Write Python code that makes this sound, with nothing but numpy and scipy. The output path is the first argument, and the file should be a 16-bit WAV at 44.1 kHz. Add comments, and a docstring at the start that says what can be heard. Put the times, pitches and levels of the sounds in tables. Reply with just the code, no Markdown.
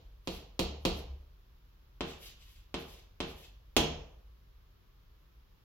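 """In a bare classroom, chalk lands on a wall board again and again and drags across it in short strokes.
Each landing is a soft push with ringing panel modes, plus a sharp tick of ringing stick modes, all in the room.
The strokes are shaped grain noise that swells with the speed of the chalk.
Behind them lie a low building rumble, a brief wavering hum and faint air and microphone hiss.
A phone an arm's length away hears it through a left and a right port."""
import sys
import numpy as np
from scipy import signal
from scipy.fft import rfft, irfft
from scipy.io import wavfile
from scipy.ndimage import uniform_filter1d

SR = 44100
rng = np.random.default_rng(int(sys.argv[2]) if len(sys.argv) > 2 else 0)


def dump_mix(stems):
    """Bounce the given channels to the path in sys.argv[1] as a 16-bit WAV at rate SR."""
    frames = np.atleast_2d(stems).T  # one column per channel
    limited = np.clip(frames, -1, 1)  # hard clip at full scale
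    pcm = np.round(limited * 32767).astype(np.int16)
    wavfile.write(sys.argv[1], SR, pcm)


N = 248710  # length in samples


def undb(db):
    """Decibels to an amplitude gain."""
    return 10 ** (np.asarray(db) / 20)


def level(x, db):
    """Set the RMS level of x."""
    return x * undb(db) / np.sqrt(np.mean(x ** 2))


def on_log(hz, table, column):
    """Read a table column along a log-frequency axis."""
    rows = np.array(table, float)
    return np.interp(np.log(np.maximum(hz, 1)), np.log(rows[:, 0]), rows[:, column])


def shape(x, gain):
    """Weight the spectrum of x by gain(hz)."""
    size = x.shape[-1]
    return irfft(rfft(x) * gain(np.fft.rfftfreq(size, 1 / SR)), size)


def late(x, ms):
    """Delay by any fraction of a sample, as a phase slope over frequency."""
    return shape(x, lambda hz: np.exp(-2j * np.pi * hz * ms / 1000))


def curve(rows, column):
    """Draw a control curve through table rows, sample by sample."""
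    rows = np.array(rows)
    return np.interp(np.arange(N) / SR, rows[:, 0], rows[:, column])


def walk(rate):
    """Random levels held 1 / rate seconds with sloped steps; standard deviation 1."""
    hold = int(SR / rate)
    steps = np.repeat(rng.standard_normal(N // hold + 1), hold)
    x = uniform_filter1d(steps, hold)[:N]
    return x / x.std()


def bell(s, length, edge_db, rise, power):
    """Gain that rises to 1 at s and falls again, at edge_db at both ends of the length."""
    t = np.arange(N) / SR - s
    reach = length * np.where(t < 0, rise, 1 - rise)
    return undb(edge_db * (abs(t) / reach) ** power)


def pair(size, alike):
    """Noise at both ports, built from mid and side; alike(hz) is their likeness, 0 to 1."""
    mid, side = rng.standard_normal((2, size))
    mid = shape(mid, lambda hz: np.sqrt((1 + alike(hz)) / 2))
    side = shape(side, lambda hz: np.sqrt((1 - alike(hz)) / 2))
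    return np.array([mid + side, mid - side])


def ring(hz, t60, db, size, swell):
    """Sum of sine modes that each build up over a share (swell) of their t60, then decay."""
    t = np.arange(size) / SR
    total = np.zeros(size)
    for pitch_hz, t60_s, level_db in zip(hz, t60, db):
        decay = undb(level_db - 60 * t / t60_s)
        build = 1 - np.exp(-t / (swell * t60_s))
        total += decay * build * np.sin(2 * np.pi * pitch_hz * t)
    return total


def press(ms, size):
    """Half-sine force of the tip pressing into the panel, unit peak."""
    return np.sin(np.pi * np.clip(np.arange(size) / SR * 1000 / ms, 0, 1))


def first_touch(peak_ms, size):
    """Very short force of the first touch: a fast rise to peak_ms, then an exponential fall."""
    n = np.arange(size)
    return n * np.exp(-n / (peak_ms * SR / 1000))


# Landings of the chalk; the first falls before the start, so only its tail is heard.
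# Columns: start_s, level_db, touch_ms
LANDINGS = [(-.19, -32, 0.005), (0.2739, -28.5, 0.018), (0.5931, -22, 0.011), (0.852, -20, 0.017),
            (2.0077, -28, 0.037), (2.7422, -29.5, 0.031), (3.2036, -28.5, 0.027), (3.766, -16.5, 0.0087)]
# Place on the panel (0, 1 or 2) where each landing falls
LANDING_PLACES = [0, 0, 0, 0, 1, 1, 1, 2]
# How each place sounds. Columns: stick_level_db, right_port_delay_ms, tick_left_minus_right_db, room_level_db
PLACES = [(0.52, 0.2, -0.5, -1.47), (6, .1, -2.5, -0.4), (1.3, .08, -1.5, 0.4)]
# Ringing modes of the panel. Columns: pitch_hz, t60_s, level_at_place_0_db, level_at_place_1_db, level_at_place_2_db
PANEL_MODES = [(39, 0.28, -5, -22, -15.5), (69.72, 0.94, -12.5, -23, -20.5), (152, 0.61, -21, -16.5, -15.5),
               (179.6, 0.24, -5.5, -12, -18), (228, 0.093, -16, -11, -21), (269, 0.037, 3.5, 2, -1.5),
               (257.7, 0.11, -16.5, -7.5, -8.5), (334.1, 0.21, -6, -7, -9), (379.7, 0.4, -17, -13, -20),
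               (458.5, 0.46, -15.5, -13.5, -14.5), (520.7, 0.12, -5, -9.5, -13.5),
               (642.6, 0.22, -18.5, -16.5, -18.5), (712, 0.44, -23, -38, -21), (829, 0.36, -42, -16, -15),
               (975, 0.36, -46, -22, -18.5), (1040, .2, -53, -15, -17.5), (1237, .15, -18.5, -20, -27)]
# Ringing modes of the stick. Columns: pitch_hz, t60_s, level_at_place_0_db, level_at_place_1_db, level_at_place_2_db
STICK_MODES = [(2400, 0.0013, -40, -22.5, -25), (3016, 0.0014, -7.5, 4.5, 5), (3260, 0.0053, -4, -14.5, -2),
               (4143, 0.0024, 5.5, -3.5, -3), (5260, .005, -11, -14, -8), (6230, .003, -10, -10.5, -3),
               (6770, 0.0013, -4.5, -27, -21.5), (10800, 0.0018, -12.5, -27, -14),
               (14600, .0015, -5.5, -19.5, -11.5)]


def landings(rooms, push_ms=.65):
    """The push bends the panel inward and rings it; the short first touch rings the stick."""
    size = SR  # each landing lasts one second, plus its room tail
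    panel, stick = np.transpose(PANEL_MODES), np.transpose(STICK_MODES)
    push = press(push_ms, size)
    fade = np.cos(np.linspace(0, np.pi / 2, size))
    out = np.zeros((2, N + 4 * SR))
    for (start_s, level_db, touch_ms), place in zip(LANDINGS, LANDING_PLACES):
        stick_db, lag_ms, pan_db, room_db = PLACES[place]
        panel_ring = ring(panel[0], panel[1], panel[2 + place], size, swell=.038)
        body = signal.fftconvolve(push / push.sum(), panel_ring)[:size]
        touch = first_touch(touch_ms, size)
        stick_ring = ring(stick[0], stick[1], stick[2 + place], size, swell=.0033)
        tick = -undb(stick_db) * signal.fftconvolve(touch / touch.sum(), stick_ring)[:size]
        knock = -push
        # the tick leans to one side, the long panel waves reach both ports alike
        ports = body + knock + tick * undb([[pan_db / 2], [-pan_db / 2]])
        direct = np.array([ports[0], late(ports[1], lag_ms)]) * fade
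        wet = signal.fftconvolve((knock + tick)[None], rooms[place], axes=1)
        at = SR + int(start_s * SR)  # one second of lead-in
        out[:, at:at + size] += undb(level_db) * direct
        out[:, at:at + 2 * size - 1] += undb(level_db + room_db) * wet
    return out[:, SR:SR + N]


# Chalk strokes; the peak is the fastest moment, the body is the hiss below 8.5 kHz.
# Columns: peak_s, level_db, length_s, body_level_db
STROKES = [(0.327, -65.5, 0.14, 1), (0.906, -72.5, 0.19, -5), (0.973, -66, 0.044, -6),
           (0.99, -67, 0.0072, -.7), (2.093, -67.5, 0.1, 5.5), (2.241, -63, .11, 3),
           (2.408, -82, 0.083, 5.5), (2.5, -74.5, 0.2, -0.3), (2.803, -67.5, 0.055, 1.5),
           (2.904, -70.5, 0.19, 1), (3.29, -69.5, 0.078, -2), (3.402, -70, 0.13, 0.5)]
# Tone of the hiss. Columns: pitch_hz, density_db (per Hz)
HISS_TONE = [(590, -39.5), (1000, -9.5), (1340, -15.5), (1810, -8), (2410, -3.5), (2910, 0), (3150, -1),
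             (4260, -5), (5130, -6), (5440, -9), (5700, -7), (7440, -10), (8650, -21.5), (11300, -11.5),
             (16000, -15.5)]
BODY_LAG = 0.1  # share of a stroke by which the body peaks after the treble
HISS_LAG_MS, HISS_PAN_DB, HISS_WET_DB = 0.086, 6.5, -5  # right port late, left minus right, room send


def strokes(space):
    """Dense grains break off the chalk, louder as the tip speeds up; pressure adds body below 8.5 kHz."""
    # each grain is softened by a random amount, 2 dB on average
    grains = rng.standard_normal(N) * undb(-2 * rng.exponential(size=N))
    grains = shape(grains, lambda hz: undb(on_log(hz, HISS_TONE, 1)))
    treble = shape(grains, lambda hz: hz > 8500)
    body = grains - treble
    unit = treble.std()
    # the tip catches and slips, so each part of the hiss is patchy
    treble = treble * undb(1.5 * walk(37)) / unit
    body = body * undb(2.2 * walk(90)) / unit

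    def speed(peak_s, length_s):
        return bell(peak_s, length_s, edge_db=-11.5, rise=.44, power=2)

    hiss = np.zeros(N)
    for peak_s, level_db, length_s, body_db in STROKES:
        bright = speed(peak_s, length_s) * treble
        full = undb(body_db) * speed(peak_s + BODY_LAG * length_s, length_s) * body
        hiss += undb(level_db) * (bright + full)
    direct = np.array([hiss, late(hiss, HISS_LAG_MS)]) * undb([[HISS_PAN_DB / 2], [-HISS_PAN_DB / 2]])
    wet = signal.fftconvolve(hiss[None], space, axes=1)[:, :N]
    return direct + undb(HISS_WET_DB) * wet


# Reflections off near surfaces. Columns: delay_ms, left_level_db, right_level_db
ECHOES = [(2.4, -28, -32.5), (3.85, -6, -9), (4.7, -12.5, -12.5), (7.0, -8, -21.5)]
# Classroom tail. Columns: pitch_hz, level_db, t60_s, port_likeness (0 to 1)
ROOM_TAIL = [(60, -24, 1.0, 0.97), (125, -31, 0.81, 0.98), (255, -23, 0.48, 0.8), (500, -26.5, 0.71, 0.09),
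             (970, -28.5, 0.6, 0.7), (1540, -24.5, 0.5, .0), (2070, -31.5, .55, 0.23), (2700, -26, .5, .0),
             (4093, -25.5, 0.45, 0), (6000, -28.5, .5, 0.07), (8700, -26.5, 0.17, 0.16),
             (11500, -19.5, 0.26, 0.09), (15000, -23.5, 0.2, 0.09)]


def room(build_ms=2.2, near_db=6.0, near_t60=0.035):
    """Room response at both ports: near echoes and quick scatter, then noise fading band by band."""
    t = np.arange(SR) / SR
    noise = pair(SR, lambda hz: on_log(hz, ROOM_TAIL, 3))
    noise = shape(noise, lambda hz: undb(on_log(hz, ROOM_TAIL, 1)))
    tail = np.zeros((2, SR))
    for centre in 32 * 2 ** np.arange(0, 9.5, .5):  # overlapping half-octave bands
        band = shape(noise, lambda hz: np.clip(1 - 2 * abs(np.log2(np.maximum(hz, 1) / centre)), 0, 1))
        tail += band * undb(-60 * t / on_log(centre, ROOM_TAIL, 2))
    scatter = 1 + undb(near_db - 60 * t / near_t60)
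    build = 1 - np.exp(-(1000 * t / build_ms) ** 2)
    tail = tail * scatter * build
    for delay_ms, left_db, right_db in ECHOES:
        tail[:, int(delay_ms * SR / 1000)] += undb([left_db, right_db])
    return tail


# Level of the building rumble over time. Columns: time_s, level_db
RUMBLE_LEVEL = [(0, -55), (1.3, -56), (2.0, -58), (2.6, -57), (4.3, -56), (4.7, -60), (5.64, -61)]


def rumble():
    """Deep building noise in a band around 44 Hz, the same at both ports."""
    deep = shape(rng.standard_normal(N), lambda hz: 1 / (1 + ((hz - 44) / 20) ** 4))
    return level(deep, 0) * undb(curve(RUMBLE_LEVEL, 1))


# Swells of the low hum. Columns: peak_s, level_db, length_s
HUM_SWELLS = [(.68, -59, 0.25), (.94, -45.5, 0.19), (1.11, -42, 0.071)]
HUM_HZ, HUM_WANDER_HZ = 69, 2.54  # mean pitch and spread of its wavering


def hum():
    """A low sine whose pitch wavers at random, heard in brief swells, the same at both ports."""
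    pitch_hz = HUM_HZ + HUM_WANDER_HZ * walk(12.47)
    tone = np.sqrt(2) * np.sin(2 * np.pi * np.cumsum(pitch_hz) / SR)
    swells = sum(undb(level_db) * bell(peak_s, length_s, edge_db=-5, rise=.55, power=1.1)
                 for peak_s, level_db, length_s in HUM_SWELLS)
    return swells * tone


# Tone of the room air and microphone hiss. Columns: pitch_hz, density_db (per Hz)
AIR_TONE = [(60, -27), (90, 6.5), (165, -5.5), (250, -13), (370, -11), (700, -19.5), (1100, -15),
            (2000, -22), (3300, -21), (5500, -27), (7200, -34.5), (8800, -49.5), (11500, -28),
            (16000, -29.5)]


def air(level_db=-67, alike_hz=190.4):
    """Quiet room air and microphone hiss; the ports grow unlike above alike_hz."""
    noise = pair(N, lambda hz: 1 / (1 + (hz / alike_hz) ** 3))
    noise = level(shape(noise, lambda hz: undb(on_log(hz, AIR_TONE, 1))), level_db)
    return noise * undb([[.6], [-.6]])  # the left port hisses a little more


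def scene():
    """Landings and strokes in the room over the background; each place has its own path into the room."""
    rooms = [room() for _ in range(3)]
    return landings(rooms) + strokes(rooms[1]) + rumble() + hum() + air()


SHADE_HZ, SHADE_DB = 3500, -4.5  # corner, and left minus right well above it
TOP_HZ = 15850  # upper limit of the sound


def record(dry):
    """The body of the phone shades its left port from the treble; the deepest bass and the top are cut."""
    def tilt(hz):
        shade_db = SHADE_DB / (1 + (SHADE_HZ / np.maximum(hz, 1)) ** 2)
        return undb(np.outer([.5, -.5], shade_db))  # half down on the left, half up on the right

    low_cut = signal.butter(2, 25, "high", fs=SR, output="sos")
    top_cut = signal.ellip(10, .2, 70, TOP_HZ, fs=SR, output="sos")
    return signal.sosfilt(top_cut, signal.sosfilt(low_cut, shape(dry, tilt)))


dry = scene()
out = record(dry)
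dump_mix(out)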